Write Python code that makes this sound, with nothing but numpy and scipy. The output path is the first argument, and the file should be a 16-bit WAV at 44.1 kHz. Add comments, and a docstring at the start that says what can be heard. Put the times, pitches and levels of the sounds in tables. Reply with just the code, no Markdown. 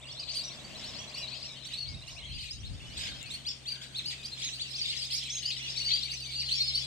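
"""Many shrill whistles at once: a flock of whistling ducks flies over a lake and comes closer.
Each whistle sweeps up, then holds, breaks upward or droops roughly; the far birds blur into a chorus,
and water and shore reflect the calls. Behind them: a bird across the lake, thin insects,
a motor's hum, a tick and a little wind on the microphone."""
import sys
import numpy as np
from scipy import signal
from scipy.fft import rfft, irfft, next_fast_len
from scipy.io import wavfile
from scipy.ndimage import uniform_filter1d, map_coordinates

SR = 44100
rng = np.random.default_rng(int(sys.argv[2]) if len(sys.argv) > 2 else 0)


def to_wav(s):
    """Save 16-bit WAV."""
    ch = np.atleast_2d(s).T  # columns
    pcm = np.round(np.clip(ch, -1, 1) * 32767)  # PCM
    wavfile.write(sys.argv[1], SR, pcm.astype(np.int16))


N = 302526
TIME = np.arange(N) / SR
# Chorus, swelling as the flock approaches. 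Each row: time in seconds, level in dB.
FLOCK = [(0.0, -51.5), (0.36, -47.5), (0.65, -53), (1.36, -47.5), (1.99, -52.5), (2.37, -45.5), (2.69, -59),
         (3.05, -45.5), (3.6, -58.5), (4.2, -53), (4.9, -42), (5.6, -43.5), (5.96, -39), (6.15, -43.5),
         (6.59, -41.5), (6.86, -42.5)]


def whistle(length_s, top_hz, db, overtone_db, step=0, droop=0, rise_s=0.039, sweep=0.44,
            hoarse_db=-29, side_db=-16, jitter=0.0111):
    """One call: tension pulls the pitch up; the voice may break upward, then lets go and turns rough."""
    # Duck's throat. Each row: frequency in Hz, gain in dB.
    throat = [(1200, -25), (2100, 12.5), (3100, -14), (4500, -51), (5600, 16), (7200, -4), (9000, -29),
              (15000, -31)]
    # The voice thins above its easy range. Each row: pitch in Hz, gain in dB.
    voice_range = [(5000, 0), (5800, 0), (6500, -2)]
    fade_s, fall_s, break_s = 0.0068, 0.032, 0.00462
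    t = np.arange(0, length_s + fade_s, 1 / SR)
    let_go_s = max(rise_s, length_s - fall_s)
    up = np.minimum(t / rise_s, 1)
    down = np.clip((t - let_go_s) / max(length_s - let_go_s, .01), 0, 1)
    broken = np.clip((t - rise_s) / break_s, 0, 1) * (step > .05)
    hz = top_hz * (1 - sweep * (1 - up) ** 1.5) * (1 + step * broken) * (1 - droop * down ** 1.5)
    hz *= 1 + 0.03186 * (1 - up + down) * wander(t, 130.6)  # steadiest on the held note
    strain = amp(9 * np.minimum(broken + 3 * droop * down, 1))
    phase = 2 * np.pi * np.cumsum(hz * (1 + jitter * np.sqrt(strain) * wander(t, 326.6))) / SR
    # a second, slower vibration adds rough side tones
    beat = np.cumsum(np.gradient(phase) * (rng.uniform(.28, .4) + .016 * wander(t, 400)))
    tone = np.sin(phase) + amp(side_db) * strain * (np.sin(phase - beat) + .5 * np.sin(phase + beat))
    # the other side of the voice box joins in, slightly lower
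    tone += amp(-21) * strain * np.sin(0.99 * phase + 2 * wander(t, 200))
    rasp = 1 + 0.51 * (np.cos(beat) + wander(t, 900))
    overtone_gain = amp(overtone_db) * rasp / (1 + (hz / 5000) ** 8)
    tone += overtone_gain * (np.sin(2 * phase) + amp(-14) * np.sin(3 * phase))
    # irregular vibration adds a hoarse edge
    hoarse = amp(hoarse_db) * strain * unit(colour(rng.standard_normal(len(t)), throat))
    swell_db = -13 * np.maximum(1 - up / 0.75, 0)
    decay_db = -26 * np.maximum(t - rise_s, 0) - 23.5 * droop * down
    break_db = -6 * broken - 2.5 * np.sin(np.pi * broken)
    flutter_db = 3.5 * wander(t, 160.5)
    gain = amp(db + swell_db + decay_db + break_db + flutter_db + lookup(hz, voice_range))
    gate = np.clip(np.minimum(t, t[-1] - t) / fade_s, 0, 1)
    return (np.sqrt(2) * tone + hoarse) * gate * gain


def near_ducks(gain_db=-3, bright_db=-0.5):
    """The near birds, whose whistles stand out."""
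    # Each row: start in seconds, length in seconds, top of the sweep in Hz, upward break and droop as
    # fractions of pitch, relative level in dB, relative overtone level in dB, left over right in dB.
    whistles = [(0.078, 0.052, 4520, 0.2, 0.0, -44, -18, -2), (0.169, 0.07, 4930, 0.03, 0.25, -40, -27, -1),
                (0.267, 0.033, 4830, 0.0, 0.0, -34.5, -24, 8),
                (0.371, 0.029, 4850, 0.0, 0.0, -35.5, -18, 6),
                (0.279, 0.071, 4850, 0.28, 0.09, -36.5, -30, 5), (0.33, 0.088, 4724, 0.05, 0.2, -39, -8, 0),
                (0.329, 0.042, 3300, 0.04, 0.05, -46, -22, 9),
                (0.413, 0.078, 5920, 0.02, 0.02, -44.5, -32, 4),
                (0.482, 0.053, 4310, 0.12, 0.0, -43.5, -26, 5),
                (0.734, 0.081, 4310, 0.3, 0.13, -43.5, -20, 3), (0.82, 0.1, 4620, 0.2, 0.24, -41.0, -21, 2),
                (0.929, 0.044, 4510, 0.06, 0.0, -39, -26, 9), (0.961, 0.089, 5840, 0.09, 0.05, -44, -23, 2),
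                (1.118, 0.097, 4740, 0.2, 0.17, -41.5, -17, 3),
                (1.151, 0.083, 4850, 0.11, 0.2, -41, -10, 0), (1.258, 0.07, 4430, 0.4, 0.6, -40, -33, 9),
                (1.307, 0.11, 4750, 0.06, 0.22, -41.5, -30, 5), (1.326, 0.034, 3270, 0.0, 0.0, -42, -24, 5),
                (1.405, 0.066, 5250, 0.07, 0.0, -42, -34, 5),
                (1.644, 0.03, 4730, 0.0, 0.0, -41.5, -9.5, -8),
                (1.712, 0.035, 4320, 0.17, 0.0, -39, -15, -5),
                (1.733, 0.11, 4375, 0.0, 0.06, -40.5, -24, 3), (1.854, 0.079, 4800, 0.07, 0.3, -43, -26, 4),
                (2.059, 0.06, 4740, 0.23, 0.06, -46, -9, -3), (2.323, 0.052, 4670, 0.13, 0.14, -47, -31, 0),
                (2.375, 0.056, 4360, 0.14, 0.22, -38.5, -15, -2),
                (2.483, 0.058, 5350, 0.25, 0.1, -41, -15, -1),
                (2.629, 0.055, 4290, 0.07, 0.34, -41, -16, 3),
                (2.968, 0.12, 4790, 0.07, 0.37, -40.5, -8, -11),
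                (3.286, 0.066, 4310, 0.03, 0, -42.5, -9, -2),
                (3.445, 0.088, 4953, 0.08, 0.47, -34.5, -20.5, 2.5),
                (3.651, 0.075, 4750, 0.04, 0.5, -36, -16, 3),
                (3.683, 0.082, 4630, 0.03, 0.31, -41.5, -16, 4),
                (3.938, 0.076, 4350, 0.05, 0.57, -36, -15, 0.5),
                (4.037, 0.089, 4910, 0.05, 0.6, -34, -16, 3), (4.222, 0.046, 4860, 0.17, 0.0, -39, -12, -2),
                (4.406, 0.094, 4070, 0.02, 0.37, -37, -28, 5),
                (4.405, 0.094, 6630, 0.04, 0.18, -38.5, -30, -4),
                (4.508, 0.06, 4420, 0.14, 0.1, -38.5, -14, -1),
                (4.589, 0.033, 4806, 0.2, 0.0, -31.5, -18, 3),
                (4.727, 0.078, 4940, 0.3, 0.28, -32.5, -36, 2),
                (4.778, 0.075, 4670, 0.02, 0.3, -36, -33, -1), (4.819, 0.044, 3740, 0.0, 0.1, -34, -15, 4),
                (4.874, 0.051, 4480, 0.14, 0.04, -34, -17, -1),
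                (4.939, 0.1, 5100, 0.05, 0.1, -39.5, -34, 4), (5.086, 0.11, 5110, 0.03, 0.0, -40, -12, -1),
                (5.112, 0.06, 4900, 0.3, 0.0, -34.5, -7, -5), (5.286, 0.11, 6470, 0.02, 0.01, -36, -30, -2),
                (5.424, 0.093, 4680, 0.06, 0.13, -32, -21, 2),
                (5.498, 0.072, 4170, 0.09, 0.36, -34, -21, 6), (5.541, 0.28, 5410, 0.08, 0.0, -44, -31, -3),
                (5.63, 0.055, 3330, 0.01, 0.0, -43, -20, 7), (5.668, 0.087, 5020, 0.07, 0.8, -39, -25, 0),
                (5.746, 0.063, 4630, 0.4, 0.13, -33, -23, 3),
                (5.821, 0.065, 4850, 0.0, 0.06, -33.5, -38, 2),
                (5.877, 0.052, 4220, 0.0, 0.0, -35, -33, 16), (5.901, 0.06, 4730, 0.01, 0.0, -27.5, -32, 4),
                (5.999, 0.068, 4250, 0.06, 0.01, -35, -21, 3),
                (6.082, 0.087, 4690, 0.32, 0.13, -38, -12, -1),
                (6.322, 0.12, 4595, 0.05, 0.55, -35.5, -22, 0.5),
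                (6.478, 0.053, 4050, 0.03, 0.01, -36.5, -16, 1),
                (6.487, 0.069, 4530, 0.0, 0.0, -31, -25, 2.5),
                (6.501, 0.098, 4700, 0.09, 0, -36.5, -16, -2),
                (6.562, 0.072, 4300, 0.0, 0.06, -32.5, -22, 1),
                (6.599, 0.11, 5060, 0.04, 0.0, -39, -20, -1), (6.719, 0.05, 4560, 0.0, 0.0, -35.5, -19, 0),
                (6.752, 0.092, 4820, 0.13, 0.3, -33.5, -28, 1)]
    out = np.zeros((2, N))
    for s, length_s, top_hz, step, droop, db, overtone_db, left_db in whistles:
        call = whistle(length_s, top_hz, db, overtone_db + bright_db, step, droop)
        add(out, s, place(call, s, left_db))
    return amp(gain_db) * out


def slide(length_s, start_hz, end_hz, db, jitter=0.011):
    """A thin whistle that drifts between two pitches, swells and dies away."""
    t = np.arange(0, length_s, 1 / SR)
    hz = start_hz + (end_hz - start_hz) * t / length_s
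    phase = 2 * np.pi * np.cumsum(hz * (1 + jitter * wander(t, 395))) / SR
    swell = np.sqrt(2 * np.sin(np.pi * t / length_s))
    return np.sin(phase) * amp(db + 2 * wander(t, 86)) * swell


def near_slides(gain_db=-1, left_db=4):
    """Near whistles that hold their note or slide slowly."""
    # Each row: start in seconds, length in seconds, start and end pitch in Hz, relative level in dB.
    slides = [(0.329, 0.089, 4550, 4670, -39.5), (1.174, 0.1, 2605, 2250, -55),
              (1.218, 0.044, 4100, 3820, -43.5), (3.134, 0.045, 3120, 3270, -49),
              (3.196, 0.1, 2950, 2420, -53), (4.09, 0.19, 2726, 2430, -58),
              (4.315, 0.04, 4190, 4190, -44.5), (4.859, 0.14, 2480, 1793, -57),
              (5.112, 0.12, 5340, 5260, -45), (5.149, 0.064, 5620, 5550, -45),
              (5.793, 0.04, 4540, 4350, -36.5), (5.796, 0.093, 2960, 2820, -44.5),
              (5.866, 0.067, 4545, 4330, -34), (5.929, 0.057, 3200, 3380, -42),
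              (6.439, 0.058, 4390, 4030, -40.5), (6.555, 0.047, 5400, 5620, -40),
              (6.578, 0.19, 2370, 2160, -56), (6.605, 0.024, 4320, 4420, -25.5),
              (6.665, 0.055, 5120, 5260, -39), (6.674, 0.041, 4500, 3940, -35.5)]
    out = np.zeros((2, N))
    for s, *note in slides:
        add(out, s, place(slide(*note), s, left_db))
    return amp(gain_db) * out


def rasps(squeals=7, gain_db=-4.5):
    """Hoarse calls, each a tangle of short, skidding squeals."""
    # Each row: start in seconds, length in seconds, relative level in dB.
    calls = [(0.33, 0.14, -58), (0.787, 0.11, -52), (1.671, 0.069, -52), (2.377, 0.11, -47.5),
             (2.961, 0.14, -40.5), (3.305, 0.066, -50.5), (3.802, 0.053, -50), (4.091, 0.044, -45),
             (4.366, 0.13, -43), (4.87, 0.22, -42.5), (5.094, 0.21, -46), (5.675, 0.052, -52),
             (6.49, 0.12, -54), (6.772, 0.097, -48)]
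    out = np.zeros((2, N))
    for s, length_s, db in calls:
        for k, pitch in enumerate(rng.random(squeals)):
            squeal = whistle(.04, 3300 + 1800 * pitch, db, overtone_db=-9, droop=.4, rise_s=.022,
                             hoarse_db=-23, side_db=-12, jitter=.025)
            add(out, s + (length_s - .03) * k / squeals, anywhere(squeal, s))
    return amp(gain_db) * out


def far_ducks(count=480, centre_hz=4350, spread_octaves=0.3, spread_db=2, wet_db=-9):
    """Hundreds of weaker whistles, ever denser, that blur into a chorus."""
    # Each row: time in seconds, overtone level in dB.
    overtones = [(0, -31), (4.2, -9), (5.2, -13), (6.86, -14)]
    out = np.zeros((2, N))
    for k, (when, rise, hold, sweep, droop, leap) in enumerate(rng.random((count, 6))):
        s = ((k + when) / count) ** .85 * N / SR - .03
        rise_s = .022 + .028 * rise
        length_s = rise_s + .008 + .06 * hold ** 2
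        pitch, loudness = np.clip(rng.standard_normal(2), -2, 2)
        top_hz = centre_hz * 2 ** (spread_octaves * pitch)
        db = spread_db * loudness - 2.5 * max(pitch, 0) ** 2  # high calls carry less far
        call = whistle(length_s, top_hz, db, lookup(s, overtones), step=.2 * (leap > .75),
                       droop=.42 * droop, rise_s=rise_s, sweep=.3 + .18 * sweep, hoarse_db=-35)
        add(out, s, anywhere(call, s))
    out += amp(wet_db) * echoes(out, t60_s=0.34, delay_s=0.0038)
    return out / running_rms(out, samples=4000) * level(FLOCK)


def low_calls(count=85, gain_db=-11, spread_db=3, low_hz=2150, high_hz=3300, glide=0.1285):
    """Soft low notes throughout the flock, as birds lead into a whistle or trail off."""
    out = np.zeros((2, N))
    for k, (when, span, pitch, slope, loudness) in enumerate(rng.random((count, 5))):
        s = (k + when) / count * N / SR
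        hz = low_hz + (high_hz - low_hz) * pitch
        bend = glide * (2 * slope - 1)
        note = slide(.03 + .06 * span, hz * (1 - bend), hz * (1 + bend), spread_db * (2 * loudness - 1))
        add(out, s, anywhere(note, s))
    return out * level(FLOCK) * amp(gain_db)


def place(call, s, left_db, spread_ms=0.048, bounces=4, bounce_db=-13, bounce_s=.024):
    """Bearing sets the lag between the ears, left_db the balance; water and bank return late copies."""
    # Which ear hears the calls first, shifting as the microphone turns.
    # Each row: time in seconds, lead of the left ear in ms.
    bearing = [(0, 0.052), (2.2, -0.015), (2.3, 0.4), (4.1, 0.41), (4.2, 0.029), (4.6, -0.22),
               (5.1, -0.0026), (5.55, 0.041), (5.7, 0.45), (6.3, 0.45), (6.4, 0.22)]
    out = np.zeros((2, len(call) + SR // 20))
    pan = amp(left_db)
    lead_ms = lookup(s, bearing) + spread_ms * rng.standard_normal()
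    for ear, side in ((out[:1], 1), (out[1:], -1)):
        heard = call * np.sqrt(2 * pan ** side / (pan + 1 / pan))
        add(ear, max(-side * lead_ms / 1000, 0), heard)
        for late in rng.random(bounces):
            add(ear, bounce_s * (.08 + late), heard * amp(bounce_db))
    return out


def anywhere(call, s, left_db=5.5, spread_db=9.5):
    """Places a call at random within the flock, which flies a little to the left."""
    return place(call, s, left_db + spread_db * rng.standard_normal())


def echoes(x, t60_s, delay_s):
    """Scattered reflections from bank and trees, different in each ear."""
    t = np.arange(SR) / SR
    taps = rng.standard_normal((2, SR)) * (rng.random((2, SR)) < .05)
    taps *= amp(-60 * t / t60_s) * (t > delay_s)
    return signal.fftconvolve(x, taps / np.linalg.norm(taps[0]), axes=1)[:, :N]


def far_bird(wet_db=-2, dry_db=-3):
    """A rough, drooping cry, mostly echo after crossing the lake."""
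    # Each row: start in seconds, length in seconds, pitch in Hz, relative level in dB.
    cries = [(2.969, 0.16, 1597, -58), (3.71, 0.16, 1595, -60)]
    out = np.zeros((2, N))
    for s, length_s, hz, db in cries:
        add(out, s, whistle(length_s, hz, db, overtone_db=-18, droop=0.108, rise_s=0.029, sweep=0.042,
                            side_db=-15, jitter=0.042))
    return amp(dry_db) * out + amp(wet_db) * echoes(out, t60_s=0.7, delay_s=0.0082)


def insects(high_pulse_hz=112, low_pulse_hz=66, low_stop_s=1.63):
    """Two thin, pulsing buzzes in the grass to the right; the lower stops early."""
    high = amp(-69) * noise([(6500, -33), (8000, 3.5), (8750, 4.5), (9600, -21), (11000, -41)], shared=0)
    low = amp(-66) * noise([(6500, -25), (7300, -12.5), (7850, -2), (8600, -43)], shared=0)
    fast, slow = (unit(1.2 + np.cos(2 * np.pi * hz * TIME + wander(TIME, 9)))
                  for hz in (high_pulse_hz, low_pulse_hz))
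    ending = np.clip((low_stop_s - TIME) * 10, 0, 1)
    return (high * fast + low * slow * ending) * amp([[-6], [4]])


def open_air():
    """A soft, wavering rush of open air."""
    # Each row: frequency in Hz, relative spectral density in dB.
    spectrum = [(20, -22), (35, 2.5), (55, -5.5), (110, 2.5), (230, 2.5), (420, -6), (680, -5.5),
                (900, -11), (1400, -11.5), (2800, -6), (5000, -14.5), (7000, -12.5), (8700, -32),
                (10200, -22), (16000, -43)]
    return amp(-56 + 2.24 * wander(TIME, 3.27)) * noise(spectrum, shared=0.38)


def far_shore():
    """A faint murmur from the far shore."""
    # Each row: time in seconds, level in dB.
    murmur = [(0, -64), (1.3, -60.5), (1.7, -75), (2.2, -63), (2.6, -92)]
    spectrum = [(200, -56), (620, -5), (850, -18), (1100, -11), (3000, -86)]
    return level(murmur) * noise(spectrum, shared=0.88)


def wind():
    """Low lumps of wind on the microphone."""
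    # Each row: time in seconds, level in dB.
    gusts = [(1.8, -67), (1.88, -47.5), (1.97, -49.5), (2.08, -58), (2.36, -44.5), (2.5, -57.5),
             (2.62, -46), (2.9, -49), (3.3, -56.5), (3.5, -79)]
    buffeting = amp(2.5 * wander(TIME, 22))
    spectrum = [(20, -25), (45, 6), (90, 10), (350, -16), (1500, -69.5)]
    return level(gusts) * buffeting * noise(spectrum, shared=0.22)


def motor_hum(hz=65.6, waver=0.011):
    """A distant motor: two low orders that waver a little."""
    # Each row: time in seconds, level in dB.
    swell = [(0, -62), (3, -60.5), (5, -58.5), (6.86, -53.5)]
    phase = 2 * np.pi * np.cumsum(hz * (1 + waver * wander(TIME, 3.344))) / SR
    first = amp(-5 + 2 * wander(TIME, 13)) * np.sin(phase)
    second = amp(1.1 * wander(TIME, 6.1)) * np.sin(2 * phase)
    return np.sqrt(2) * (first + second) * level(swell)


def tick(start_s=3.229, ring_hz=7300, t60_s=.0039, gap_s=0.0085, rebound_db=-10):
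    """A tiny hard click near the microphone, and its rebound."""
    t = np.arange(0, .01, 1 / SR)
    click = np.sin(2 * np.pi * ring_hz * t) + .5 * rng.standard_normal(len(t))
    click *= amp(-32 - 60 * t / t60_s)
    out = np.zeros((2, N))
    add(out, start_s, click)
    add(out, start_s + gap_s, amp(rebound_db) * click)
    return colour(out, [(4800, -45), (7000, 4), (9000, -3), (14000, 0)])


def amp(db):
    return 10 ** (np.asarray(db) / 20)


def unit(x):
    return x / np.sqrt(np.mean(x ** 2) + 1e-20)


def running_rms(x, samples):
    return np.sqrt(abs(uniform_filter1d(np.mean(x ** 2, 0), samples)) + 1e-9)


def lookup(x, rows):
    return np.interp(x, *np.transpose(rows))


def level(rows):
    """Gain over time from (s, dB) rows."""
    return amp(lookup(TIME, rows))


def colour(x, points):
    """Filters by a spectrum of (Hz, dB) points."""
    hz, db = np.transpose(points)
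    size = next_fast_len(x.shape[-1])
    gain = amp(np.interp(np.log(np.fft.rfftfreq(size, 1 / SR) + 1), np.log(hz), db))
    return irfft(rfft(x, size) * gain, size)[..., :x.shape[-1]]


def noise(points, shared):
    """Stereo noise shaped by (Hz, dB) points; shared is the power fraction common to both ears."""
    white = rng.standard_normal((3, N))
    return unit(colour(np.sqrt(shared) * white[2] + np.sqrt(1 - shared) * white[:2], points))


def wander(t, per_s):
    """Smooth random drift of about unit size."""
    knots = 1.3 * rng.standard_normal(256)
    return map_coordinates(knots, [t * per_s], order=2, mode="wrap", prefilter=False)


def add(mix, s, sound):
    part = mix[:, max(round(s * SR), 0):][:, :sound.shape[-1]]
    part += sound[..., :part.shape[1]]


def scene(echo_db=-10):
    """Near ducks and their shore echo over the chorus and the lakeside background."""
    # A duck's throat sounds little below its lowest note. 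Each row: frequency in Hz, gain in dB.
    low_cut = [(1400, -24), (1900, 0)]
    near = near_ducks() + rasps() + near_slides()
    near += amp(echo_db) * echoes(near, t60_s=0.25, delay_s=0.016)
    ducks = colour(near + far_ducks() + low_calls(), low_cut)
    wildlife = ducks + far_bird() + insects()
    background = (open_air() + far_shore() + wind() + motor_hum()) * amp([[1], [-1]])
    return wildlife + background + tick()


def record(dry, edge_hz=15900):
    """Microphone colour, then the band limit."""
    # Each row: frequency in Hz, gain in dB.
    microphone = [(9200, 2.5), (10200, -7), (13000, 4.5), (16000, -0.5)]
    lowpass = signal.firwin(511, edge_hz, window=("kaiser", 9), fs=SR)
    return signal.oaconvolve(colour(dry, microphone), lowpass[None], "same")


dry = scene()
out = record(dry)
to_wav(out)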